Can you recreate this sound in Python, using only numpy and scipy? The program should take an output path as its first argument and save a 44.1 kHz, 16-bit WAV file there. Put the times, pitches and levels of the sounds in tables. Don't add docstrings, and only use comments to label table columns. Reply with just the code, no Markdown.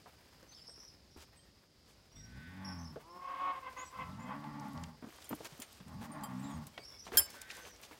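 import sys
import numpy as np
from scipy import signal
from scipy.fft import rfft, irfft, next_fast_len
from scipy.io import wavfile
from scipy.ndimage import uniform_filter1d

SR = 44100
rng = np.random.default_rng(int(sys.argv[2]) if len(sys.argv) > 2 else 0)


def to_wav(s):
    ch = np.atleast_2d(s).T
    pcm = np.round(np.clip(ch, -1, 1) * 32767)
    wavfile.write(sys.argv[1], SR, pcm.astype(np.int16))


def amplitude_ratio(level_db):
    exponent = np.asarray(level_db, float) / 20
    return 10 ** exponent


N = 352338
TIME = np.arange(N) / SR
LONG = next_fast_len(N)
GRID_HZ = np.arange(1, LONG // 2 + 2) * SR / LONG

# centre_hz, width_hz, level_db
MULE_HEAD = [(285.43, 24, -7.5), (531, 62, -19), (765.4, 170, -9.5), (1105, 132, 4), (1583, 120, -18),
             (2060, 320, -15), (2560, 192, -52), (3010, 1190, -18.5)]


def bull():
    # start_s, pitch_hz, effort_db, mouth_opening_db
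    lowing = [
        [(2.13, 47, -60.5, -33.5), (2.222, 51.44, -59, -44.5), (2.376, 66.2, -54.5, -17),
         (2.47, 86, -55.5, -38), (2.51, 91.6, -55.5, -8), (2.658, 96.63, -51, -8.5), (2.772, 86.6, -48, -13),
         (2.864, 81.5, -51, -12), (3.0, 63.9, -64.5, -7.5)],
        [(3.95, 59, -58.5, -1.5), (4.008, 74.08, -55.5, -32.5), (4.064, 84.25, -51, -15),
         (4.32, 135.7, -49.5, -1), (4.4, 148.2, -50, -5), (4.572, 144.6, -49.5, -5), (4.76, 136.9, -49.5, -7)],
        [(4.73, 80, -46.5, -3.5), (4.832, 82.7, -45.5, -13), (4.99, 73.54, -76, -0.5)],
        [(5.84, 77.94, -59.5, -20), (5.942, 81.71, -49.5, -12), (6.0, 108.1, -49, -9.5),
         (6.07, 148, -49.5, -4.5), (6.17, 152.7, -50.5, 0.5), (6.29, 125, -52, 5.5)],
        [(6.27, 135.2, -46.5, -1), (6.35, 122.7, -47, -8), (6.45, 140, -44.5, -9), (6.56, 141.4, -50.5, -3.5)],
        [(6.53, 86, -45, -14), (6.585, 78, -45.5, -8.5), (6.65, 72.2, -58.5, -5), (6.7, 68.4, -68, 2)],
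    ]
    roughness = [.07, .2, .14, .27, .11, .1]
    # lowest_partial_db re effort, half_pitch_db
    registers = [(-3.5, -14), (-7, -5.5), (-7.5, -18.5), (-7, -5), (-6, -4), (-5, -13)]
    # frequency_hz, level_db
    chest_boom = [(35, -4.5), (60, 21.5), (150, 9), (240, 7.5), (295, -1.5), (330, -17), (450, -34.5)]
    # centre_hz, width_hz, level_db
    mouth_modes = [(618, 74, -8), (856, 108, 0), (1115.4, 119.6, -2), (1402, 77, -14), (1873, 503, -16.5)]
    breath_db, patchy_db = -15, 3
    out = np.zeros(N)
    breath = coloured(rng.standard_normal(N), [(300, 10.0), (900, 7.0), (2400, -11.5), (5000, -40)])
    for rows, rough, (low_db, half_db) in zip(lowing, roughness, registers):
        span, gate, (hz, effort_db, open_db) = played(rows, 0.022)
        waves = [wave for f, wave in partials(hz / 2, rough, count=56, wobble=0.6, shimmer_db=19)]
        upper = sum(waves[3::2]) + amplitude_ratio(half_db) * sum(waves[2::2])
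        chest = shaped(upper * gate, at_hz(chest_boom, GRID_HZ))
        mouth = shaped(upper * gate, resonances(GRID_HZ, mouth_modes) * (GRID_HZ > 450))
        mouth_gain = amplitude_ratio(open_db + patchy_db * drift(8.95, len(hz)))
        voice = amplitude_ratio(low_db) * even(waves[1]) + even(chest)
        voice += mouth_gain * (even(mouth) + amplitude_ratio(breath_db) * breath[span])
        out[span] += gate * amplitude_ratio(effort_db) * voice
    return out


def stirrup():
    # start_s, crack_db, chatter_db
    clink = (7.1718, -11, -32)
    # frequency_hz, level_db, build_up_s, t60_s
    struck_modes = [(1599, -36, .001, .2), (1756, -42, .001, .1), (3187, -30, .002, .25),
                    (4791, -25, .001, .06), (5249, -24, .002, .15), (5843, -36, .001, .05),
                    (7208, -21, .012, .14), (7553, -40, .002, .2), (8829, -32, .001, .1),
                    (9356, -41, .005, .25), (9913, -23, .003, .5), (11079, -30, .006, .2),
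                    (11504, -32, .001, .1), (11736, -23, .001, .07), (11951, -32, .001, .08),
                    (12742, -26, .001, .09), (13164, -33, .004, .13), (13322, -24.5, .006, .3),
                    (13950, -22, .001, .09), (14174, -33, .001, .08), (15380, -24, .001, .06)]
    # frequency_hz, level_db, t60_s
    free_modes = [(1600, -56, .8), (3022, -58, 1.), (4800, -49, .8), (5257, -46, 2.), (7188, -48, .35),
                  (7618, -44, .25), (8870, -54, .25), (9290, -63, .8), (9916, -32, .11), (10685, -46, .12),
                  (11115, -50, .2), (11618, -55, 2.), (12715, -51, .18), (13290, -61, 1.), (13982, -62, .8),
                  (15435, -61, 2.)]
    damped_s, damped_db = 7.2, -60
    held_s, held_db, held_treble_db = 7.266, -10, -20
    flicker_db = 3
    uneven = .17
    hit_s, crack_db, chatter_db = clink
    at, t = int(hit_s * SR), TIME[:SR // 4]
    now = t + hit_s
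    grip = amplitude_ratio(np.interp(now, [damped_s - .003, damped_s + .012], [0, damped_db]))
    hold = amplitude_ratio(np.interp(now, [held_s - .004, held_s + .006, held_s + .1], [0, 1, 1.8]))

    mid = amplitude_ratio(crack_db - 60 * t / 0.0156) * np.diff(rng.standard_normal(len(t) + 1)) / 2
    mid += grip * amplitude_ratio(chatter_db - 60 * t / 0.195) * np.diff(rng.standard_normal(len(t) + 1))
    side = 0
    modes = []
    for hz, db, build_s, t60 in struck_modes:
        modes.append((hz, grip * amplitude_ratio(db - 60 * t / t60) * (1 - np.exp(-t / build_s))))
    for hz, db, t60 in free_modes:
        held = hold ** (held_db + held_treble_db * (hz > 8000))
        modes.append((hz, (1 - grip) * held * amplitude_ratio(db - 60 * (now - damped_s) / t60)))
    for (hz, level), turn in zip(modes, rng.random(len(modes))):
        level = level * amplitude_ratio(flicker_db * drift(60, len(t)))
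        phase = 2 * np.pi * (hz * t + turn)
        mid = mid + level * np.sin(phase)
        side = side + uneven * (hz > 4000) * (4800 / hz) ** 1.4 * level * np.cos(phase)
    out = np.zeros((2, N))
    out[:, at:at + len(t)] = mid + side, mid - side
    return out


def all_knocks():
    # start_s, thud_db, thud_hz
    boots = [(0.06, -48, 885), (0.426, -50, 330), (0.686, -51, 685), (0.779, -52.5, 418),
             (1.163, -45.5, 334), (2.96, -37.5, 525), (4.6, -48.5, 157.6), (5.025, -40, 267),
             (5.041, -39.5, 267), (5.068, -45, 297), (5.308, -36.5, 249), (5.328, -37, 244),
             (5.405, -42.5, 395), (5.593, -43.5, 284)]
    # start_s, thud_db, thud_hz
    flaps = [(5.521, -50, 147), (5.803, -45.5, 181), (6.668, -49, 184), (6.778, -39.5, 600),
             (7.067, -41.5, 794), (7.085, -49, 500), (7.12, -39, 432), (7.135, -40, 419), (7.153, -42, 427),
             (7.65, -54.5, 530), (7.911, -50, 381)]
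    # start_s, slap_db, snap_db
    straps = [
        (4.836, -52, -56),
        (5.447, -50, -46.5),
        (5.601, -67, -42),
        (5.62, -40.5, -40),
        (6.235, -51, -48),
        (6.669, -73.5, -42.5),
        (7.303, -51, -43.5),
        (7.416, -45, -43),
        (7.502, -40, -66),
        (7.83, -52, -55.5),
    ]
    knocks_list = [(s, db, hz, db - 57, db - 48) for s, db, hz in boots]
    knocks_list += [(s, db, hz, db - 6, db - 43.5) for s, db, hz in flaps]
    knocks_list += [(s, db - 20, 600, db, snap_db) for s, db, snap_db in straps]
    return knocks_list


def knocks():
    crunch_db, crunch_t60_s = -7.5, 0.074
    out, t = np.zeros(N), TIME[:SR // 6]
    events = all_knocks()
    noise = rng.standard_normal((len(events), 4, len(t)))
    slap_band = signal.butter(2, [1300, 4500], "band", fs=SR, output="sos")
    snap_band = signal.butter(2, [5500, 15500], "band", fs=SR, output="sos")
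    grit_band = signal.butter(2, [550, 1500], "band", fs=SR, output="sos")
    no_boom = signal.butter(2, 130, "high", fs=SR, output="sos")
    for (s, thud_db, hz, slap_db, snap_db), (push, slap, snap, grit) in zip(events, noise):
        thud = signal.sosfilt(no_boom, ring(push * amplitude_ratio(-60 * t / 0.11), hz, 4.6 / hz))
        hit = amplitude_ratio(thud_db) * thud / np.abs(thud).max()
        hit += amplitude_ratio(slap_db) * signal.sosfilt(slap_band, slap) * amplitude_ratio(-60 * t / 0.1066)
        hit += amplitude_ratio(snap_db - 1.5) * signal.sosfilt(snap_band, snap) * amplitude_ratio(-60 * t / 0.041)
        grit = signal.sosfilt(grit_band, grit ** 3) * amplitude_ratio(-60 * t / crunch_t60_s)
        hit += amplitude_ratio(thud_db + crunch_db) * grit / np.abs(grit).max()
        at = int((s - .001) * SR)
        out[at:at + len(t)] += hit[:N - at]
    return out


def landings():
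    # start_s, level_db
    pushes = [
        (1.164, -49),
        (7.141, -42),
        (7.195, -43.5),
    ]
    s, db = np.transpose(pushes)
    train = np.zeros(N)
    train[(s * SR).astype(int)] = amplitude_ratio(db)
    soft = np.convolve(train, np.hanning(300) / 150)[:N]
    return ring(soft, hz=78.6, t60=0.19)


def rustle():
    # frequency_hz, level_db per Hz
    cloth = [(1500, -13), (3000, 10.5), (6000, 9.5), (9000, 5), (10600, -2.5), (12000, 2), (16000, -26)]
    # frequency_hz, level_db per Hz
    drag = [(60, -9), (150, -11), (400, 0), (1000, -0.5), (2500, -5.5), (5000, -17)]
    # time_s, bright_db
    handling = [(0, -80.5), (.4, -85.5), (.8, -86), (1.1, -94.5), (3.3, -83.5), (4.1, -80), (4.6, -83.5),
                (5.0, -87.5), (5.12, -74), (5.5, -71), (5.85, -81), (6.15, -84), (6.4, -75.5), (7.0, -83),
                (7.3, -70), (7.48, -76), (7.56, -65.5), (7.72, -78), (7.99, -77.5)]
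    # start_s, length_s, bright_db, dull_db
    strokes = [(0.071, 0.044, -88, -59), (1.173, 0.071, -70, -61), (1.863, 0.078, -80, -67.5),
               (2.993, 0.0519, -82, -61.5), (3.671, 0.3, -78, -62), (4.614, 0.28, -78, -64),
               (5.446, 0.029, -60.5, -51), (5.699, 0.103, -71, -62), (6.014, 0.0524, -70.5, -55),
               (6.658, 0.035, -80.5, -71), (7.045, 0.0454, -67.5, -61), (7.131, 0.0927, -72.5, -46),
               (7.412, 0.0085, -73, -66), (7.496, 0.073, -65.5, -56.5), (7.647, 0.0455, -67, -55.5),
               (7.825, 0.0424, -65, -62.5)]
    drag_db, drag_follows, stroke_edge_db = -63.5, 0.6, -5
    grains = rng.standard_normal((2, N)) * amplitude_ratio(3.32 * np.minimum(rng.exponential(1, (2, N)), 5))
    bright = coloured(grains[0] * amplitude_ratio(1.8 * drift(40, N)), cloth)
    dull = coloured(grains[1] * amplitude_ratio(2.42 * drift(17.9, N)), drag)
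    busy_db = np.interp(TIME, *np.transpose(handling))
    levels = np.array([busy_db, drag_db + drag_follows * (busy_db + 78.5)])
    for s, length, bright_db, dull_db in strokes:
        away = np.minimum(abs(2 * (TIME - s) / length - 1), 3)
        stroke = np.array([[bright_db], [dull_db]]) + stroke_edge_db * (away * away) ** 2
        levels = np.maximum(levels, stroke)
    return amplitude_ratio(8.5 + levels[0]) * bright + amplitude_ratio(levels[1]) * dull


def ticks():
    # start_s, peak_db, centre_hz
    creaks = [(.428, -53.5, 5000), (.698, -54, 1500), (4.441, -49, 2800), (4.598, -44, 5840),
              (4.608, -54, 12000), (4.682, -57.5, 8990), (4.733, -50, 10000), (4.776, -46, 4023),
              (4.837, -38, 6060), (4.839, -40, 2490), (5.104, -50, 2100), (5.125, -49, 1300),
              (5.152, -52.5, 700), (5.185, -47.5, 900), (5.224, -46.5, 3300), (5.311, -40, 895),
              (5.328, -33.5, 830), (5.332, -49, 3000), (5.406, -40.5, 553), (5.453, -43, 2980),
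              (5.522, -53.5, 3000), (5.578, -50, 10000), (5.728, -49, 11000), (5.882, -52, 7950),
              (5.926, -63.5, 9000), (5.944, -60, 6000), (6.21, -52, 6000), (6.67, -51.5, 3000),
              (6.734, -59, 4000), (6.778, -35, 2300), (6.783, -53, 2600), (7.078, -42.5, 2000),
              (7.119, -43, 1500), (7.136, -39, 1500), (7.131, -47.5, 6000), (7.158, -44, 12050),
              (7.2045, -24, 14450), (7.319, -48.5, 8000), (7.417, -35, 7000), (7.503, -35, 1944),
              (7.512, -37, 4500), (7.52, -49.5, 7000), (7.553, -49.5, 12000), (7.568, -43, 8000),
              (7.627, -56, 12000), (7.651, -42.5, 2480), (7.677, -56, 8000), (7.69, -58, 11000),
              (7.708, -53.5, 13000), (7.762, -48, 5400), (7.815, -49, 12000), (7.835, -44.5, 2500),
              (7.912, -45.5, 1000), (7.93, -47, 1990)]
    cycles, scuff_s, reach = 9.0, .012, 1.35
    out, t = np.zeros(N), TIME[:SR // 25]
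    for (s, db, hz), puff in zip(creaks, rng.standard_normal((len(creaks), len(t)))):
        band = signal.butter(2, [hz / reach, min(hz * reach, .4 * SR)], "band", fs=SR, output="sos")
        tick = signal.sosfilt(band, puff * amplitude_ratio(-60 * t / (scuff_s + cycles / hz)))
        at = int(s * SR)
        out[at:at + len(t)] += amplitude_ratio(db) * tick / np.abs(tick).max()
    return out


def jingles():
    # start_s, level_db
    taps_by_part = [
        [(5.243, -68), (5.33, -64), (6.118, -70), (6.237, -43)],
        [(5.243, -62), (5.622, -60.5), (6.118, -56)],
        [(5.106, -72), (5.16, -65.5), (5.243, -61.5), (5.292, -54), (5.35, -60), (5.601, -56.5), (4.682, -73)],
        [(5.255, -63), (5.31, -63), (5.34, -62), (5.62, -44.5)],
    ]
    # frequency_hz, level_db, t60_s
    buckle = [(3170, -12.5, 0.18), (4790, -12.5, 0.13), (7616, 0.5, 0.085), (8600, -16, 0.33),
              (9890, -7.5, 0.104), (10730, -14, 0.24), (11620, -17.5, 5.0), (12330, -24.5, 0.031),
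              (13300, -5, 0.0818), (15450, -17, .1)]
    small_ring = [(6600, -9.5, 0.31), (8987, 4, 0.14)]
    iron = [(3183, -5, 0.092), (5440, -10, .15), (7670, -5, 0.039), (8880, -3.5, 0.041),
            (9820, -6.5, 0.059), (10690, -5, 0.039), (11080, -1, 0.051), (11630, -10.5, 0.115),
            (13320, -9.5, .08), (13950, -2.5, 0.051)]
    clasp = [(3430, -1, 0.028), (5850, -14, .05), (6350, -4, 0.064), (7120, 0.5, 0.044), (8193, -9.5, .055),
             (9566, -9, .08), (11060, -16, .09), (13170, -14, .06), (14300, -10, .05), (14760, -7.5, .035)]
    out = np.zeros(N)
    parts = (buckle, small_ring, iron, clasp)
    for modes, taps, spread_db in zip(parts, taps_by_part, (2.93, 3.0, 6.3, 4.54)):
        s, db = np.transpose(taps)
        for hz, level_db, t60 in modes:
            train = np.zeros(N)
            train[(s * SR).astype(int)] = amplitude_ratio(db + level_db + spread_db * rng.standard_normal(len(s)))
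            out += ring(train, hz, np.clip(t60, .02, .16))
    return out


def squeal():
    # start_s, pitch_hz, level_db
    rise = [(2.99, 286.6, -76), (3.088, 343, -64.5), (3.186, 361.4, -56), (3.298, 366.9, -42),
            (3.385, 364, -44.5), (3.4, 366, -37.5), (3.515, 366.8, -33.5), (3.528, 363.1, -53),
            (3.6, 375.4, -49)]
    # centre_hz, width_hz, level_db
    shut_head = [(344, 320, -4), (1014, 266, 2)]
    opened = caller([rise], MULE_HEAD, count=7, gain_db=-2, rough=0.13, breath_db=-9, half_db=-1)
    shut = caller([rise[:3]], shut_head, count=6, gain_db=5, rough=0.05, breath_db=-12, half_db=-2)
    return opened + shut


def pants():
    # start_s, rise_s, length_s, pitch_hz, level_db
    breaths = [
        (3.208, 0.15, 0.24, 523.6, -56.5),
        (3.517, 0.04, 0.0814, 527.6, -53.5),
        (3.624, 0.055, 0.0751, 514.7, -53.5),
        (3.762, 0.0157, 0.085, 507.4, -53),
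        (3.921, 0.0377, 0.087, 513.1, -58),
        (3.981, 0.0347, 0.064, 511.2, -50),
        (4.191, 0.14, 0.157, 509.5, -58),
    ]
    notes = []
    for s, rise, length, hz, db in breaths:
        edge_hz = hz * 1.015
        notes.append(swell(s, rise, length, [edge_hz, hz, edge_hz], db, start_db=-8, end_db=-5))
    return caller(notes, MULE_HEAD, count=5, gain_db=9.0, rough=0.22, breath_db=-5, fade_s=.006)


def far_cow():
    # start_s, pitch_hz, level_db
    calls = [
        [(2.2, 109.8, -75), (2.33, 107.5, -65.5), (2.376, 116.2, -61), (2.482, 116, -59), (2.556, 114.9, -62.5),
         (2.712, 108.4, -59.5), (2.77, 105.9, -66.5), (2.88, 106.9, -82)],
        [(7.33, 115.5, -64), (7.558, 120.7, -57), (7.68, 113.3, -68.5), (7.72, 111.5, -62.5)],
    ]
    # centre_hz, width_hz, level_db
    far_mouth = [(1521.3, 59, 10.5), (1813, 317, 0), (2000, 360, -6), (2447, 440, -9.5), (3750, 1080, -7.5)]
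    return caller(calls, far_mouth, count=32, gain_db=1, rough=0.03, breath_db=-14)


def buzzing_bird():
    # start_s, length_s, top_hz, bottom_hz, level_db
    buzzes = [(0.51, .04, 4700, 4350, -63.5), (0.537, 0.147, 5377, 4743, -56),
              (0.658, 0.1267, 5670, 5083, -53.5), (0.78, 0.1205, 5950, 5200, -56),
              (0.863, 0.09, 5340, 4898, -61.5), (1.099, 0.3, 5710, 5010, -67),
              (2.636, 0.156, 5603, 5090, -50), (2.778, 0.071, 6157, 5254, -59),
              (2.842, 0.0763, 5470, 5070, -57.5), (3.088, .2, 5444, 5100, -67),
              (6.788, 0.065, 4750, 4515, -62), (6.818, 0.042, 5250, 4800, -59.5),
              (6.837, 0.17, 5630, 5190, -53), (6.977, 0.075, 5910, 5093, -55)]
    late_s, rise_s, start_db, fall_db_per_s, sag_hz_per_s = .008, 0.0074, 3.5, -58.5, -900
    flips_per_s, lean, edge_hz = 360, .75, 120
    out = np.zeros(N)
    for s, length, top, bottom, db in buzzes:
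        pitches = [top, top, top + sag_hz_per_s * length]
        note = swell(s + late_s, rise_s, length, pitches, db, start_db, fall_db_per_s * length)
        span, gate, (hz, level_db) = played(note, 0.005)
        flip = 1 - np.tanh(1.6 * drift(flips_per_s, len(hz)) + lean)
        phase = 2 * np.pi * np.cumsum(hz - (top - bottom) / 2 * flip) / SR
        chop = rms_one(amplitude_ratio(3.53 * drift(130, len(hz))))
        below_edge = signal.cheby1(8, 1, top + edge_hz, fs=SR, output="sos")
        tone = signal.sosfilt(below_edge, chop * np.sin(phase)) + amplitude_ratio(-20.0) * chop * np.sin(2 * phase)
        out[span] += gate * amplitude_ratio(level_db + 3.0) * tone
    return out


def whistling_birds():
    # start_s, length_s, first_hz, last_hz, level_db
    whistles = [(.478, .08, 6050, 6400, -65), (.5, .13, 4100, 2850, -71), (.55, .1, 7600, 7200, -81),
                (.68, .065, 8000, 8700, -67), (1.3, .22, 1846, 1846, -80), (1.35, .11, 8000, 8400, -71),
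                (1.38, .05, 3165, 3165, -75), (2.11, .05, 5600, 5800, -68), (2.146, .125, 5680, 5600, -60),
                (2.15, .075, 2200, 1850, -71), (2.15, .085, 3450, 3850, -71), (2.148, .12, 7900, 7500, -76),
                (3.765, .082, 6450, 7350, -58), (3.845, .069, 7900, 7600, -62),
                (3.84, .065, 5950, 5700, -63), (3.93, .26, 1320, 1320, -64), (4.185, .075, 6800, 7400, -70),
                (6.38, .05, 7600, 8500, -69), (6.42, .085, 7000, 7900, -60), (6.425, .15, 4030, 3200, -67),
                (6.49, .09, 7000, 6450, -65), (6.493, .05, 8700, 8600, -65), (6.535, .045, 8700, 8300, -68),
                (3.77, .085, 4000, 3300, -68), (4.11, .05, 3900, 2600, -67), (4.25, .12, 3150, 3250, -69),
                (6.73, .125, 2250, 2250, -70), (6.735, .045, 3200, 3200, -72), (6.79, .07, 8150, 8000, -72),
                (6.91, .08, 3450, 3450, -70), (6.925, .065, 2250, 2200, -70), (7.62, .085, 500, 500, -63),
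                (7.75, .035, 2230, 2230, -68), (7.265, .038, 2230, 2230, -60), (7.6, .095, 6150, 6400, -64),
                (7.675, .09, 6300, 5400, -63)]
    rise_share, blur_share, blur_hz = 0.48, .16, 15
    out = np.zeros(N)
    for s, length, first, last, db in whistles:
        peak = first + (last - first) * rise_share
        note = swell(s, length * rise_share, length, [first, peak, last], db, start_db=-1, end_db=-5.5)
        span, gate, (hz, level_db) = played(note)
        waver = (blur_share * abs(last - first) + blur_hz) * drift(190, len(hz))
        phase = 2 * np.pi * np.cumsum(hz + waver) / SR
        out[span] += gate * amplitude_ratio(level_db + 4.0 + 3.3 * drift(47, len(hz))) * np.sin(phase)
    return out


def paddock(x, wet_db):
    # delay_s, level_db
    echoes = [
        (.021, -9),
        (.047, -8),
        (.083, -16.5),
        (.131, -20.5),
    ]
    dull = signal.lfilter([.4], [1, -.6], x)
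    return x + sum(amplitude_ratio(db + wet_db) * np.roll(dull, int(s * SR)) for s, db in echoes)


def evening_air():
    # frequency_hz, level_db per Hz
    air_colour = [(15, -41.5), (25, -17.5), (64, 6), (97, 0.5), (263, -5), (394, -9), (489, -11),
                  (560, -10), (1100, -32), (2000, -20.5), (2350, -24), (4400, -16), (4870, -10.5),
                  (5300, -14.5), (5730, -20.5), (9320, -31.5), (16000, -41.5)]
    return amplitude_ratio(-65.5 + 1.06 * drift(2.986, N)) * coloured(rng.standard_normal(N), air_colour)


def caller(tables, tract, count, gain_db, rough, breath_db, half_db=None, fade_s=0.0083):
    out = np.zeros(N)
    breath = rms_one(shaped(rng.standard_normal(N), resonances(GRID_HZ, tract)))
    for rows in tables:
        span, gate, (hz, level_db) = played(rows, fade_s)
        tone = sum(resonances(f, tract) * wave for f, wave in partials(hz, rough, count, 1.0, rate=48.06))
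        if half_db:
            halves = list(partials(hz / 2, rough / 2, count))[::2]
            tone += amplitude_ratio(half_db) * sum(resonances(f, tract) * wave for f, wave in halves)
        out[span] += gate * amplitude_ratio(level_db + gain_db) * (even(tone) + amplitude_ratio(breath_db) * breath[span])
    return out


def partials(pitch_hz, rough, count, wobble=2.956, shimmer_db=11.0, rate=25.07):
    phase = 2 * np.pi * np.cumsum(pitch_hz) / SR + wobble * rough * drift(rate, len(pitch_hz))
    for k in range(1, count + 1):
        flicker = amplitude_ratio(shimmer_db * rough * drift(rate, len(pitch_hz)))
        yield k * pitch_hz, flicker * np.sin(k * phase + rng.uniform(0, 2 * np.pi))


def resonances(hz, modes):
    return sum(amplitude_ratio(db) / (1 + (2 * (hz - centre) / width) ** 2) for centre, width, db in modes)


def ring(clicks, hz, t60):
    r, w = amplitude_ratio(-60 / (t60 * SR)), 2 * np.pi * hz / SR
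    first = np.argmax(clicks != 0)
    rung = signal.lfilter([0, np.sin(w)], [1, -2 * r * np.cos(w), r * r], clicks[first:] + 1e-18)
    return np.pad(rung, (first, 0))


def swell(s, rise_s, length_s, pitches_hz, db, start_db, end_db):
    return np.transpose([[s, s + rise_s, s + length_s], pitches_hz, [db + start_db, db, db + end_db]])


def played(rows, fade_s=0.0195):
    s, *columns = np.transpose(rows)
    span = slice(int(s[0] * SR), min(int(s[-1] * SR), N))
    t = TIME[span]
    gate = np.clip(np.minimum(t - s[0], s[-1] - t) / fade_s, 0, 1)
    return span, gate, [np.interp(t, s, c) for c in columns]


def drift(rate, size):
    r, run_in = np.exp(-2 * np.pi * rate / SR), int(SR / rate)
    noise = rng.standard_normal(size + run_in)
    return rms_one(signal.lfilter([1], [1, -2 * r, r * r], noise)[run_in:])


def rms_one(x):
    return x / np.sqrt(np.mean(x ** 2) + 1e-20)


def even(x, length_s=0.15):
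    return x / np.sqrt(uniform_filter1d(x ** 2, int(length_s * SR)) + 1e-12)


def at_hz(points, hz):
    points_hz, points_db = np.transpose(points)
    return amplitude_ratio(np.interp(np.log(hz), np.log(points_hz), points_db))


def shaped(x, gains):
    return irfft(rfft(x, LONG) * gains, LONG)[:x.shape[-1]]


def coloured(x, points):
    return rms_one(shaped(x, at_hz(points, GRID_HZ) * (GRID_HZ > points[0][0] / 2)))


def scene():
    animals = paddock(bull() + birds(), wet_db=-2.5)
    animals += paddock(far_cow() + squeal() + pants(), wet_db=-3.0)
    bed = shaped(rustle() + ticks() + jingles() + evening_air(), GRID_HZ < 15850)
    return animals + bed + knocks() + landings() + stirrup()


def birds():
    return buzzing_bird() + whistling_birds()


def top_cut(x):
    return signal.sosfilt(signal.butter(12, 17150, fs=SR, output="sos"), x)


def record(dry):
    cut = signal.sosfilt(signal.cheby2(10, 50, 17200, fs=SR, output="sos"), dry)
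    return top_cut(cut)


dry = scene()
out = record(dry)
to_wav(out)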